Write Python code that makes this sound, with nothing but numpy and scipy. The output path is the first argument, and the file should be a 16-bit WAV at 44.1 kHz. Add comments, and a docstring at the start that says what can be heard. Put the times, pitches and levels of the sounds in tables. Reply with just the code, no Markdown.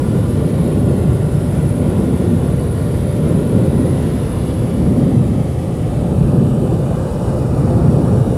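"""Car wash blowers from inside the car

A swinging nozzle sweeps its jet over the body about every 1.4 s and drums on roof, doors and glass:
noise shaped by a spectrum that moves with the jet and the car. The fans roar in the same noise, and their
ten-bladed wheels hum as wavering sines. Air whistles at a window seal, as narrow bands of noise,
until the car creeps on and the seal leaves the jet."""
import sys
import numpy as np
from scipy import signal
from scipy.io import wavfile
from scipy.ndimage import uniform_filter1d

SR = 44100
rng = np.random.default_rng(int(sys.argv[2]) if len(sys.argv) > 2 else 0)


def to_wav(s):
    """Save 16-bit WAV."""
    ch = np.atleast_2d(s).T  # columns
    pcm = np.round(np.clip(ch, -1, 1) * 32767)  # PCM
    wavfile.write(sys.argv[1], SR, pcm.astype(np.int16))


N = 369116  # length in samples


def gain_of(db):
    """dB to amplitude gain."""
    return 10 ** (np.asarray(db) / 20)


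def evened(x):
    """Scales to rms 1."""
    return x / np.sqrt(np.mean(x ** 2) + 1e-20)


def bump(x, centre, width):
    """Bell curve of height 1; width is its standard deviation."""
    return np.exp(-0.5 * ((x - centre) / width) ** 2)


def columns(rows, t):
    """The columns of a curve table at times t, joined by straight lines."""
    times, *values = np.transpose(rows)
    return np.array([np.interp(t, times, v) for v in values])


def read(points, hz):
    """Reads a spectrum on a log-frequency axis, level beyond its ends."""
    f, value = np.transpose(points)
    return np.interp(np.log(hz + 1), np.log(f + 1), value)


def wander(hz, span=20):
    """Slow random curve of rms 1: 30 sines from hz / span to hz, the slower ones stronger."""
    t = np.arange(0, N + 64, 64) / SR
    rates = np.geomspace(hz / span, hz, num=30)
    slow = sum(np.sin(2 * np.pi * (f * t + rng.random())) / np.sqrt(f) for f in rates)
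    return np.interp(np.arange(N) / SR, t, evened(slow))


def resonate(x, hz, width):
    """Narrow band around the curve hz: shifts it down to zero, smooths twice, shifts back."""
    turn = np.exp(2j * np.pi * np.cumsum(hz * np.ones(N)) / SR)
    r = np.exp(-np.pi * width / SR)
    smooth = x / turn
    for _ in range(2):
        smooth = signal.lfilter([1 - r], [1, -r], smooth)
    return (turn * smooth).real


# The jet's turning points, away from the car and on it by turns:
# [t/s, roof boom level/dB, door drumming level/dB, rush on the glass level/dB]
JET_SWING = [(0, -1, -1.5, -1.5), (.7, 1.3, 2.5, 2.5), (1.4, 0.5, -2.5, -1.5), (2.12, 1, 3, 2.5),
             (2.82, -1, -4.5, -1.5), (3.6, 2.5, 3, 4), (4.33, -2.5, -3.5, -1.5), (5.0, 2.5, 5.5, 0),
             (5.68, -2, -6, -3.5), (6.42, 4, 3.5, 2), (7.1, -2, -6, -2), (7.9, 5.5, 2.5, 1.5),
             (8.55, 1.5, -7.5, 3)]


def sweep(t):
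    """Roof, doors and glass swell as the jet swings on and sink as it swings away, slowing at each turn."""
    ends = np.transpose(JET_SWING)[0]
    count = np.arange(len(ends))
    turn = np.interp(t, ends, count)
    eased = np.floor(turn) + 0.5 - 0.5 * np.cos(np.pi * (turn % 1))
    return columns(JET_SWING, np.interp(eased, count, ends))


# The car creeps on: [t/s, place (0 beside the nozzle, 1 under its edge, 2 past it)]
CAR_PLACE = [(0, 0.31), (4.0, 0.2), (5.2, 0.8), (5.8, 1.35), (7.0, 2), (8.37, 2.009)]
# Panels and cabin air shaken by the jet, before swells: [f/Hz, level/dB per Hz]
BODY_SPECTRUM = [(22, -61), (28, -58.5), (67, -39), (121, -36.5), (148, -35), (216, -41.5), (247, -40),
                 (283, -46.5), (303, -46), (331, -45.5), (453, -49.5), (542, -53), (580, -55.5), (620, -57)]
# Fan roar through the shut windows, one spectrum for each place: [f/Hz, level/dB per Hz]
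ROAR_SPECTRA = [
    [(660, -60), (814, -64), (1040, -64), (1250, -73), (1390, -64.5), (1450, -66), (1550, -72), (1660, -74),
     (1900, -71.5), (2300, -76.5)],
    [(660, -64), (712, -57), (970, -73), (1230, -69), (1350, -72.5), (1510, -79.5), (1740, -76),
     (1910, -76.5), (2130, -78), (2300, -74.5)],
    [(660, -55), (706, -56.5), (962, -66), (1200, -67), (1350, -70), (1630, -74), (1760, -81),
     (1950, -79.5), (2080, -85), (2300, -83.5)],
]
# Jet hiss and fizz at the seals, one spectrum for each place: [f/Hz, level/dB per Hz]
HISS_SPECTRA = [
    [(2450, -76), (2810, -77.5), (3690, -78), (4080, -80.5), (6140, -88.5), (6380, -90.5), (7400, -85.5),
     (8590, -86), (9490, -78.5), (9850, -97), (10700, -81.5), (11400, -81), (11900, -84.5), (15600, -101.8)],
    [(2450, -83), (2640, -76.5), (2740, -83), (3030, -79.5), (3140, -79), (4500, -87), (5430, -89),
     (6140, -91.5), (8810, -85), (10100, -81.5), (10500, -83), (11300, -87), (13400, -98), (15600, -101.3)],
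    [(2450, -80), (2610, -80.5), (2710, -84), (2840, -79), (3340, -86.5), (3510, -82.5), (3980, -85),
     (5560, -88.5), (6300, -91), (7040, -86.5), (9970, -83), (10600, -85), (11700, -90.7), (15600, -100.8)],
]
# Narrow cabin resonances: [f/Hz, width/Hz, lift/dB at each of the three places]
CABIN_RESONANCES = [(517, 21.5, 2, 3, 5), (840, 45, .5, 1.2, 3), (1010, 58, 1.1, 2.5, 1.7),
                    (4700, 92, .1, .1, 2.5), (5600, 150, .1, .1, 2.5)]
DEEP_LIFT_DB = (-5.5, 1.5, 2.5)  # the deepest rumble grows from place to place
DEEP_EDGE_HZ = (45, 70)  # the lift is full below the first, none above the second


def place_spectrum(hz, t):
    """Air noise coloured by panels, windows and cabin, blending from place to place as the car creeps on."""
    place = columns(CAR_PLACE, t)[0]
    near = [np.clip(1 - abs(place - k), 0, 1) for k in range(len(ROAR_SPECTRA))]  # weight of each place
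    field_db = np.zeros((len(hz), len(t)))
    for roar, hiss, weight in zip(ROAR_SPECTRA, HISS_SPECTRA, near):
        # body, roar and hiss join end to end into one spectrum
        field_db += np.outer(read([*BODY_SPECTRUM, *roar, *hiss], hz), weight)
    for f, width, *lift_db in CABIN_RESONANCES:
        field_db += np.outer(bump(hz, f, width), np.dot(lift_db, near))
    deep = read(np.c_[DEEP_EDGE_HZ, (1, 0)], hz)
    return field_db + np.outer(deep, np.dot(DEEP_LIFT_DB, near))


# Slow swell of the fans: [t/s, roar level/dB, airy rush level/dB, hiss level/dB]
FAN_SWELL = [(0, 0, -2, -0.5), (1.3, -1, -1.5, -1), (2.9, 0, -1.7, -0.7), (3.7, -0.5, -1, -1.5),
             (4.5, 0, -1.3, 2), (5.2, 1.2, -2.3, 0.5), (5.7, -2, 0, 0.5), (6.3, 1, 0.5, -.8),
             (6.8, -1.5, 1, -0.5), (7.3, -0.7, -1.5, 1), (8.0, 3.5, -0.5, 1.5), (8.37, -1, 0.5, -2.5)]
# Where each swell acts in full, between two still ends: [f/Hz]; first roof, doors, glass
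SWEEP_BANDS = (70, 135, 240, 430, 900)
# then roar, airy rush, hiss of the fans
FAN_BANDS = (600, 1000, 2700, 5100, 7500)
# The colour of the rush shifts for a while: [t/s, half length/s, f/Hz, width/Hz, lift/dB]
COLOUR_SHIFTS = [(4.5, 0.35, 2900, 90, 6.5), (5.0, 0.45, 2000, 70, 3.5), (5.2, 0.79, 1520, 120, -0.5),
                 (6.5, .3, 2120, 140, -5), (7.4, .35, 2220, 200, 5), (7.9, 0.46, 1340, 200, 1),
                 (7.4, .4, 2540, 80, 2), (7.5, .5, 5400, 200, 1.5), (6.65, .25, 5100, 540, -2.5),
                 (7.4, 0.37, 3000, 150, -1)]


def swell_spectrum(hz, t):
    """Level changes of jet swing, fans and passing colours, each in its own band."""
    swell_db = np.zeros((len(hz), len(t)))
    for curves, centres in ((sweep(t), SWEEP_BANDS), (columns(FAN_SWELL, t), FAN_BANDS)):
        for k, curve_db in enumerate(curves):
            band = np.arange(len(centres)) == k + 1
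            swell_db += np.outer(read(np.c_[centres, band], hz), curve_db)
    for s, half, f, width, lift_db in COLOUR_SHIFTS:
        swell_db += lift_db * np.outer(bump(hz, f, width), bump(t, s, half))
    return swell_db


def grain(hz, t, eddies_db=0.7, drift_db=2.0):
    """Random eddies, and fine drifting ridges from the many small reflections of the cabin."""
    eddies, ridges = rng.standard_normal((len(t), len(hz), 2)).T
    eddies = uniform_filter1d(uniform_filter1d(eddies, size=40, axis=0), size=7, axis=1)
    # ridges: narrow in pitch, drifting within a second
    ridges = uniform_filter1d(uniform_filter1d(ridges, size=8, axis=0), size=35, axis=1)
    # the ridges are strongest in the low treble
    depth = read([(300, 0.093), (2000, 0.7), (6000, 1.0), (12000, 0.6)], hz)[:, None]
    return eddies_db * evened(eddies) + drift_db * evened(ridges) * depth


def rush(gusts, gusts_db=0.7, buffet_db=0.41, seal_hz=6000):
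    """Turbulent air: white noise shaped frame by frame, buffeted at the panels and gusting at the seals."""
    frame, hop = 4096, 512  # samples
    noise = rng.standard_normal(N + frame)
    hz, t, air = signal.stft(noise, SR, nperseg=frame, noverlap=frame - hop)
    field_db = place_spectrum(hz, t) + swell_spectrum(hz, t) + grain(hz, t)
    shaped = air * gain_of(field_db) * np.sqrt(SR / 2)  # dB per Hz to noise level
    at_seals = read([(seal_hz / 2, 0), (seal_hz * 2, 1)], hz)[:, None]
    parts = shaped * np.array([1 - at_seals, at_seals])
    body, seals = signal.istft(parts, nperseg=frame, noverlap=frame - hop)[1][:, :N]
    # the jet buffets the panels unevenly; short gusts make the whole treble flicker together
    buffeted = body * gain_of(buffet_db * wander(25.0, span=12))
    return buffeted + seals * gain_of(gusts_db * gusts)


BLADE_HZ = 587.0  # centre pitch: ten blades on a shaft near 59 turns a second
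# Tones of several fans add and cancel; rms level before wavering: [t/s, level/dB]
BLADE_LEVEL = [(0, -59), (.3, -41), (1.0, -37.5), (1.25, -41.5), (1.7, -31.5), (2.0, -43.5), (2.6, -39.5),
               (3.1, -35.5), (3.8, -38.5), (4.5, -51), (4.8, -37), (5.5, -51), (6.0, -35), (6.6, -40.5),
               (7.4, -31.5), (7.8, -42), (8.37, -38)]
# Overtones, rms level before wavering: [multiple of the blade tone, level/dB]
BLADE_OVERTONES = [(2, -53.5), (3, -62), (4, -72), (5, -69)]


def blades():
    """The blade tone and its multiples waver as the turbulent air between fan and car shifts."""
    turns = np.cumsum(BLADE_HZ + 2.2 * wander(9.0)) / SR  # cycles of the blade tone
    level_db = columns(BLADE_LEVEL, np.arange(N) / SR)[0] + 3.3 * wander(14.0)
    hum = gain_of(level_db) * np.sin(2 * np.pi * turns)
    for k, db in BLADE_OVERTONES:
        hum += gain_of(db + 2.0 * wander(3.9)) * np.sin(2 * np.pi * (k * turns + rng.random()))
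    return np.sqrt(2) * hum  # sine peak from rms level


# Air through the main slit in the seal, before flares, flutter, drift and fade-out; the fray is
# relative to the core: [t/s, level/dB, nominal f/Hz, frayed upper edge level/dB]
SEAL_WHISTLE = [(0, -48, 10000, -5), (1.2, -47, 10060, -11), (2.2, -46.5, 10000, -7),
                (3.2, -45, 10040, -13), (4.1, -45.5, 10060, -5), (4.35, -48.5, 10000, -1),
                (4.6, -48.5, 10350, 1), (4.9, -53, 10000, 2), (5.4, -56, 10000, -3)]
# The whistle flares: [t/s, lift/dB]
WHISTLE_FLARES = [(.28, 2.5), (.62, 3.5), (1.36, 1), (1.71, 5), (2.7, 3.5), (3.87, 4), (4.32, 2.5)]
FLARE_S = 0.059  # half width of a flare
PUFFS_DB, QUAVER_HZ = 0.1, 30.0  # rms of the lesser puffs and of the random pitch drift
SLIT_HZ = 9720  # the main slit passes next to nothing lower


def high_whistle(gusts):
    """Main slit: fuzzy narrow noise with a sharp lower edge, fraying upward and fluttering in the gusts."""
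    t = np.arange(N) / SR
    level_db, hz, fray_db = columns(SEAL_WHISTLE, t)
    flares_db = sum(db * bump(t, s, FLARE_S) for s, db in WHISTLE_FLARES)
    level_db = level_db + PUFFS_DB * gusts + flares_db
    hz = hz + QUAVER_HZ * wander(13.0)
    core = evened(resonate(rng.standard_normal(N), hz - 70, 390.0))
    fray = evened(resonate(rng.standard_normal(N), 1.025 * hz, 1000.0))
    slit = signal.ellip(6, 0.5, 30, SLIT_HZ, "high", fs=SR, output="sos")
    tone = evened(signal.sosfilt(slit, core + gain_of(fray_db) * fray))
    flutter_db = 1.9 * wander(70.0, span=8)
    # the slit falls silent once the jet has passed it
    return gain_of(level_db + flutter_db) * tone / (1 + np.exp((t - 5.4) * 8))


# A thinner slit, one row: [f/Hz, width/Hz, level/dB, middle of the fade-out t/s]
THIN_SLIT = (8905, 80, -60.5, 3.9)


def low_whistle():
    """Thinner slit: a fainter, narrower band of noise at a steady pitch, fading out."""
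    hz, width, db, end = THIN_SLIT
    t = np.arange(N) / SR
    tone = evened(resonate(rng.standard_normal(N), hz, width))
    return gain_of(db) * tone / (1 + np.exp((t - end) * 4))


def scene():
    """All sources at the microphone; the same gusts stir the seals and the main whistle."""
    gusts = wander(45.0, span=8)
    return (rush(gusts) + blades() + high_whistle(gusts) + low_whistle())[None]


def record(dry):
    """The microphone loses the deepest bass and softly rounds the loudest swings; then the band limit."""
    thinned = signal.sosfilt(signal.butter(6, 35, "high", fs=SR, output="sos"), dry)
    rounded = 1.329 * np.tanh(thinned / 1.323)
    band_limit = signal.firwin(1023, 15680, window=("kaiser", 9), fs=SR)  # low-pass edge in Hz
    return signal.oaconvolve(rounded, band_limit[None], "same")


dry = scene()
out = record(dry)
to_wav(out)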